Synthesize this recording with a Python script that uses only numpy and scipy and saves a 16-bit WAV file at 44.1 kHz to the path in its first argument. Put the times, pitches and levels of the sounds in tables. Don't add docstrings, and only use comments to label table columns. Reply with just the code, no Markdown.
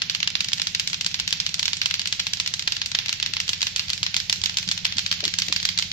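import sys
import numpy as np
from scipy import signal
from scipy.fft import rfft, irfft, next_fast_len
from scipy.io import wavfile
from scipy.ndimage import uniform_filter1d

SR = 44100
rng = np.random.default_rng(int(sys.argv[2]) if len(sys.argv) > 2 else 0)


def put_to_file(sound):
    columns = np.atleast_2d(sound).T
    safe = np.clip(columns, -1, 1)
    whole_steps = np.round(safe * 32767)
    wavfile.write(sys.argv[1], SR, whole_steps.astype(np.int16))


def boost(x):
    u = np.asarray(x, float) / 20
    return 10 ** u


N = 261459


def along(points, hz):
    f, v = np.transpose(points)
    return np.interp(np.log(hz + 1), np.log(f + 1), v)


def filtered(x, response):
    m = next_fast_len(x.shape[-1] + 8192)
    spectrum = rfft(x, m) * response(np.fft.rfftfreq(m, 1 / SR))
    return irfft(spectrum, m)[..., :x.shape[-1]]


# frequency in Hz, likeness from 0 to 1.
ALIKE = [(60, 0.79), (150, 0.77), (400, 0.86), (1400, 0.15), (15000, 0.76)]


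def rush(size, spectrum):
    def turn(hz):
        return np.arccos(np.clip(along(ALIKE, hz), -1, 1)) / 2

    noise = rng.standard_normal((2, size))
    mid, side = filtered(noise, lambda hz: spectrum(hz) * np.array([np.cos(turn(hz)), np.sin(turn(hz))]))
    pair = np.array([mid + side, mid - side])
    return pair / pair.std()


# frequency in Hz, level in dB per Hz.
AIR = [(15, -46), (25, 12.5), (88, 8.5), (167, 13), (286, -8), (588, -9), (2630, -1), (4380, 12),
       (5570, -48), (7090, -23), (9770, -10), (12000, -3.5), (14200, -11.5), (15000, -65)]


def open_air():
    return boost(-44.5) * rush(N, lambda hz: boost(along(AIR, hz)))


# time in seconds, firings per second.
IDLE = [(0, 13.89), (.74, 13.905), (1.48, 13.88), (2.22, 13.826), (2.96, 13.75), (3.7, 13.665),
        (4.44, 13.6), (5.18, 13.595), (5.93, 13.68)]
# multiple of the firing rate, early level in dB, late level in dB.
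EXHAUST = [(5, -123, -81), (6, -54.5, -52.5), (7, -53.5, -48), (8, -63, -102.5), (9, -54.5, -54),
           (10, -85, -59), (11, -54.5, -67), (12, -53, -58), (13, -54, -46.5), (14, -67, -56.5),
           (15, -65, -61), (16, -98, -66.5), (17, -58, -69), (18, -103, -62.5)]


def engine():
    t = np.arange(N) / SR
    turns = np.cumsum(np.interp(t, *np.transpose(IDLE))) / SR
    late = 1 / (1 + np.exp(-(t - 3.3) / 0.73))

    def path(multiple, delay, spread):
        return -np.cos(2 * np.pi * multiple * (turns - delay + spread * multiple))

    tone = np.zeros(N)
    for multiple, early_db, late_db in EXHAUST:
        tone += boost(early_db) * (1 - late) * path(multiple, .23, -.022)
        tone += boost(late_db) * late * path(multiple, .75, .01)
    return tone * boost([[3], [-1.5]])


# time in seconds, peak in dB, centre in Hz, length in seconds.
PUFFS = [(1.199, -46, 63, 0.045), (3.269, -55, 290, 0.044), (3.865, -41.5, 101, 0.033),
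         (4.012, -39.5, 148, 0.018), (4.411, -38, 111, 0.024), (4.528, -40.5, 132, 0.035),
         (4.675, -35, 158, 0.029), (4.829, -37.5, 101, 0.016), (4.96, -41, 151, 0.018),
         (5.231, -42.5, 530, 0.017), (5.253, -47, 360, 0.027), (5.275, -48, 160, 0.01),
         (5.483, -50, 473, 0.027), (5.501, -48, 200, 0.022)]


def puffs():
    out = np.zeros((2, N + SR))
    for s, db, centre_hz, length in PUFFS:
        size = round(np.clip(length, .01, .2) * 1.77 * SR)
        lump = rush(SR // 4, lambda f: (f / centre_hz) ** 2 / (1 + (f / centre_hz / 1.22) ** 9))[:, :size]
        first = round(s * SR) - 400
        out[:, first:first + size] += boost(db) * lump / lump.std() * np.hanning(size)
    return out[:, :N]


def lingering():
    size = SR // 2
    fade = boost(-60 * np.arange(size) / SR / .5)
    ring = boost(-11.0) * rng.standard_normal((2, size)) * fade
    ring = np.pad(ring, ((0, 0), (0, N - size)))
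    return filtered(ring, lambda f: np.exp(-((f - 4200) / 2500) ** 2))


# frequency in Hz, seconds to fade by 60 dB.
YARD = [(500, 0.057), (2000, 0.64), (5000, 0.51), (12000, 0.53)]


def yard(x, count=12):
    out, part = np.zeros((2, N + 2 * SR)), N // count + 1
    for first in range(0, count * part, part):
        hz, t, z = signal.stft(rng.standard_normal((2, SR)), SR, nperseg=128)
        fade = boost(-60 * t / along(YARD, hz)[:, None]) + 2.62 * boost(-60 * t / 0.027)
        gap = 1 - np.exp(-t / 0.0012)
        tail = signal.istft(z * fade * gap, SR, nperseg=128)[1]
        tail = tail / np.linalg.norm(tail[0])
        wet = signal.fftconvolve(x[None, first:first + part], tail, axes=1)
        out[:, first:first + wet.shape[1]] += wet
    return out[:, :N]


# time in seconds, peak in dB.
PUSHES = [(1.0633, -12.5), (1.199, -19), (1.327, -20), (1.4645, -19), (1.8586, -15.5), (2.126, -17.5),
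          (2.4005, -17), (2.6762, -14.5), (2.9495, -14), (3.2275, -15), (3.4922, -12.5), (3.762, -23.5),
          (4.0307, -17), (4.8487, -24), (5.1147, -17), (5.387, -25)]


def pushes():
    s, db = np.transpose(PUSHES)
    around = np.arange(-30, 31)
    at = np.round(s * SR).astype(int)[:, None] + around
    bump = boost(db)[:, None] * np.exp(-(around / 1.8) ** 2)
    right = np.bincount(at.ravel(), bump.ravel(), N)
    return np.array([np.zeros(N), right])


def jolts(s, gain, hz, cycles):
    at = np.round(s * SR).astype(int)[..., None] + np.arange(-24, 25)
    turns = (at / SR - s[..., None]) * hz[..., None]
    wave = np.cos(2 * np.pi * turns) - np.exp(-(np.pi * cycles) ** 2)
    swing = -gain[..., None] * wave * np.exp(-(turns / cycles) ** 2)
    return np.bincount(np.clip(at, 0, N).ravel(), swing.ravel(), N + 1)[:N]


def clack(s, gain, hz):
    dull = jolts(s, gain, hz, cycles=0.5)
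    tick = jolts(s, gain * np.abs(gain) ** .5, 0 * hz + 12800, cycles=1.43)
    return dull + boost(-19.5) * tick


# time in seconds, peak in dB.
NEAR_UP = [(0.0195, -1), (0.2751, -2), (0.5324, -0.5), (0.7975, 0), (1.0636, 0.1), (1.3271, 1.1),
           (1.5945, -1), (1.8589, 0.5), (2.1262, -0.5), (2.4002, 0), (2.6762, 0.6), (2.9499, -0.4),
           (3.2275, -1.3), (3.4924, 0.5), (3.7623, 0.8), (4.0308, 0.5), (4.2974, 0), (4.5713, 0.6),
           (4.8482, -8), (5.1147, -0.2), (5.387, 1.5), (5.6527, 1.5), (5.9248, -0.6)]
# time in seconds, peak in dB.
NEAR_DOWN = [(0.1493, -2.5), (0.4065, 1), (0.6709, 0), (0.9317, -4.5), (1.1994, -0.2), (1.4645, -0.5),
             (1.7326, -1), (1.9951, -2), (2.2685, -1.0), (2.539, -0.2), (2.8172, -1), (3.0934, 0),
             (3.368, -2.2), (3.6287, -0.0), (3.9022, -0.8), (4.1659, 3), (4.4386, 2), (4.7143, 1.5),
             (4.9835, 2.1), (5.2528, 1.6), (5.5255, 1.9), (5.7883, 2.3)]
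# time in seconds, peak in dB.
SECOND_UP = [(0.098, 0.2), (0.3535, -1.5), (0.6178, -1.4), (0.8749, -1), (1.1437, -2), (1.4017, -0.5),
             (1.68, -1.5), (1.9411, -0.2), (2.1998, -1), (2.462, -5), (2.7221, -0.7), (2.9885, -0.5),
             (3.2622, -2.5), (3.5328, -3), (3.7952, -0.5), (4.0651, -3), (4.327, 1), (4.5859, -1.5),
             (4.8521, 1.9), (5.1266, -1), (5.4201, -0.7), (5.6898, -0.8)]
# time in seconds, peak in dB.
SECOND_DOWN = [(0.2293, -1.0), (0.486, -2.5), (0.749, 0.8), (1.011, -1.5), (1.2776, 1), (1.5425, -0.3),
               (1.8162, 1.5), (2.0738, -0.7), (2.3348, 1), (2.5946, -2.0), (2.8602, -2), (3.1278, -0.5),
               (3.4021, 1.6), (3.6691, -0.2), (3.9327, -1.1), (4.2017, -4), (4.4592, 0.7), (4.7205, -5),
               (4.9923, -2), (5.2793, -2.7), (5.5628, 0.9), (5.8245, -1.8)]
# time in seconds, peak in dB.
THIRD_FAR = [(0.159, -14), (0.3023, -8.5), (0.4452, -3.5), (0.5977, -3.5), (0.8995, -9), (1.0461, -5.8),
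             (1.1912, -11), (1.3376, -14), (1.4913, -8.5), (1.6288, -1.5), (1.7692, -6), (1.9097, -4.5),
             (2.0569, -4), (2.1955, -5), (2.4756, -0.5), (2.6238, -9.5), (2.7667, -4.6), (2.9165, -5.5)]
# time in seconds, peak in dB.
THIRD_CLOSE = [(3.0605, -8), (3.2001, -7.5), (3.3367, -4.5), (3.4799, -8), (3.6176, -1.8), (3.8955, -9.5),
               (4.1787, -13), (4.359, -16), (4.4961, -7), (4.6288, -11.5), (4.7777, -6.5), (4.9239, -8.4),
               (5.0633, -3), (5.2055, -9), (5.3391, -4.5), (5.4844, -7), (5.6289, -6.5), (5.7765, -3.5),
               (5.9163, -8)]
# time in seconds, peak in dB.
STRAY = [(0.2445, -14), (0.7704, -26), (1.114, -13), (1.5832, -16), (1.6559, 0.5), (1.8332, -10),
         (2.1488, -15), (2.906, -29), (3.6075, -9.3), (3.781, -13), (3.978, -10), (4.1433, -1),
         (4.4723, -13), (4.689, -0.5), (4.8666, -8), (5.2401, -2), (5.6008, -6.5)]
# time in seconds, peak in dB.
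FAINT = [(.2032, -12.5), (0.3927, -24), (0.5188, -18), (.5763, -23), (0.582, -16.5), (0.841, -28),
         (0.9432, -11.5), (1.1077, -26), (1.307, -16), (1.316, -27), (1.3714, -26), (1.902, -19),
         (2.0165, -14.5), (2.1701, -43), (2.3716, -18), (3.083, -14), (3.883, -19), (4.3263, -18),
         (4.4162, -16.5), (4.543, -19.5), (4.677, -16), (4.702, -40), (4.969, -16), (5.4, -15.5),
         (5.466, -20), (5.538, -20), (5.7954, -15.5)]
# (distance loss in dB, scatter in dB, ground echo in dB,
# left-right difference in dB at the start, and at the end).
PLACES = [
    (NEAR_UP, (.1, 1.5, -16.5, 1, -5)),
    (NEAR_DOWN, (1.33, -0.5, -7.5, -0.2, -8)),
    (SECOND_UP, (0, -1.5, -10.5, -7.5, -4)),
    (SECOND_DOWN, (1.9, 0, -5.5, -1.5, -7.5)),
    (THIRD_FAR, (3, 3.5, -4, -7.5, -1)),
    (THIRD_CLOSE, (-0.6, -1, -7.5, 3, -2.5)),
    (STRAY, (1.5, .1, -9, -6, -7)),
    (FAINT, (-4.8, 2.5, -2.5, -7, -12)),
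]
# (ground echo in ms at start, at end).
PATHS = [(.265, 1.5, 10.4, (-.05, -.02), (1.45, .75)), (.255, 1.4, 9.8, (-.075, -.035), (1.45, .75)),
         (.23, 1, 12.5, (.105, .175), (1.45, .85)), (.23, 1, 12.5, (.16, .165), (1.52, 1.15)),
         (.23, 1, 14, (.15, .16), (1.4, 1.7)), (.23, 1, 14, (.1, .21), (1.2, 1.6)), (.23, 1, 8, (.1, .2),
         (1.5, 1.1)), (.23, 1, 8, (.15, .15), (1.3, 1.3))]


def collisions():
    rows = []
    for place, (meeting, paths) in enumerate(zip(PLACES, PATHS)):
        hits, (loss_db, scatter_db, echo_db, *pans) = meeting
        round_ms, share, wall_ms, lags, echoes = paths
        s, db = np.transpose(hits)
        pan_db, lag_ms, echo_ms = (np.interp(s, [0, N / SR], pair) for pair in (pans, lags, echoes))
        luck = rng.standard_normal((4, len(s)))
        pan_db = pan_db + 1.9 * luck[0]
        echo_ms = echo_ms * np.exp(0.073 * luck[1])
        scatter_db = scatter_db + 1.4 * luck[2]
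        wall_ms = wall_ms * np.exp(0.036 * luck[3])
        rows.append(np.broadcast_arrays(s, db - loss_db, pan_db, scatter_db, echo_db, lag_ms,
                                        round_ms, share, echo_ms, wall_ms, place))
    return np.hstack(rows)


def clackers(count=22):
    (s, db, pan_db, scatter_db, echo_db, lag_ms,
     round_ms, share, echo_ms, wall_ms, place) = collisions()
    place = place.astype(int)
    hz = 4400 * np.exp(0.065 * rng.standard_normal(len(s)))
    far_s = s + lag_ms / 1000

    def at_left(late_ms, loss_db):
        return clack(s + late_ms / 1000, boost(db + loss_db + 4.5), hz)

    def at_right(late_ms, loss_db):
        gain = boost(db + loss_db - 5.0)
        straight = clack(far_s + late_ms / 1000, gain, hz)
        return straight + clack(far_s + (late_ms + round_ms) / 1000, share * gain, hz)

    ports = []
    for at, side, start, near_db in ((at_left, 1, s, -3), (at_right, -1, far_s, 1.2)):
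        habit = rng.random((2, len(PLACES), count))[:, place]
        fresh = rng.random((2, len(s), count))
        after = 0.0004224 + 0.0061 * (np.arange(count) + 0.85 * habit[0] + 0.21 * fresh[0]) / count
        sign = habit[1] + fresh[1] - 1
        size = boost((db + scatter_db + near_db + 2.5)[:, None] - 60 * after / 0.019) * sign
        copy_hz = hz[:, None] * np.exp(0.2 * rng.standard_normal(after.shape))
        spray = clack(start[:, None] + after, size, copy_hz)
        direct = at(0, side * pan_db / 2)
        ground = at(echo_ms, echo_db)
        wall = at(wall_ms, -14)
        ports.append(direct + ground + wall + spray)
    return np.array(ports), at_left(0, 0)


def scene():
    near, source = clackers()
    near = filtered(near, lambda f: f ** 4 / (f ** 4 + 650 ** 4))
    answer = boost([[-7], [-3]]) * yard(source) + boost(-19.5) * lingering()
    return near + answer + engine() + puffs() + pushes() + open_air()


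def smear(x):
    z = signal.stft(x, nperseg=256)[2]
    scrambled = z * np.exp(2j * np.pi * rng.random(z.shape))
    return signal.istft(scrambled, nperseg=256)[1][:, :N]


def thin(x):
    hz, t, z = signal.stft(x, SR, nperseg=1024)
    loud = (np.abs(z) ** 2).sum((0, 1))
    calm = loud < np.quantile(loud, .55)
    kept = uniform_filter1d(rng.random(z.shape[1:]), 3, 1) > .5
    gain = np.where((hz[:, None] > 7600) & calm, 1.3 * kept, 1)
    return signal.istft(z * gain, SR, nperseg=1024)[1][:, :N]


def starve(x, size=6):
    hz, t, z = signal.stft(x, SR, nperseg=384)
    power = np.abs(z[:, :-1]) ** 2
    bands = power.reshape(2, -1, size, len(t)).mean(2).mean(0)
    band_hz = hz[:-1:size]
    loud = uniform_filter1d(power.sum((0, 1)), 5)
    score = 10 * np.log10(bands / loud ** .7 + 1e-20)
    score -= .6 * np.median(score, 1, keepdims=True)
    luck = rng.standard_normal((2, len(bands), len(t) // 4 + 1))
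    score += np.repeat(3 * luck[0] + 3 * luck[1, :1], 4, 1)[:, :len(t)]
    treble = band_hz > 7300
    limit = np.quantile(score[treble & (band_hz < 15000)], .5)
    drop = treble[:, None] & (score < limit)
    z[:, :-1] *= 1 - np.repeat(drop, size, 0)
    return signal.istft(z, SR, nperseg=384)[1][:, :N]


# frequency in Hz, level in dB.
PORTS = [(300, 6), (850, 4), (1200, -2), (1550, 0.5), (2500, 0.5), (6000, -3), (7500, -4.5), (8000, -8.5),
         (10000, -15), (13000, -7), (16000, -26)]
# frequency in Hz, left minus right in dB.
TILT = [(100, 10), (600, 1), (1200, 5.5), (2500, 0), (5000, -2.5), (9000, 2), (14000, 1)]


def microphone(x):
    def colour(hz):
        db = along(PORTS, hz) + np.outer([.5, -.5], along(TILT, hz))
        return boost(db * (hz > 250))

    x = filtered(x, colour)
    return x / (1 + np.abs(x / 0.86) ** 8) ** (1 / 8)


def top_cut(x):
    return signal.sosfilt(signal.butter(12, 16500, fs=SR, output="sos"), x)


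def record(dry):
    x = microphone(dry)
    blur = boost(-9) * filtered(smear(x), lambda f: f > 1000)
    x = starve(thin(x + blur))
    x = filtered(x, lambda f: np.clip((16450 - f) / 1300, 0, 1))
    mix = np.clip(x, -.96, .96)
    return top_cut(mix)


dry = scene()
out = record(dry)
put_to_file(out)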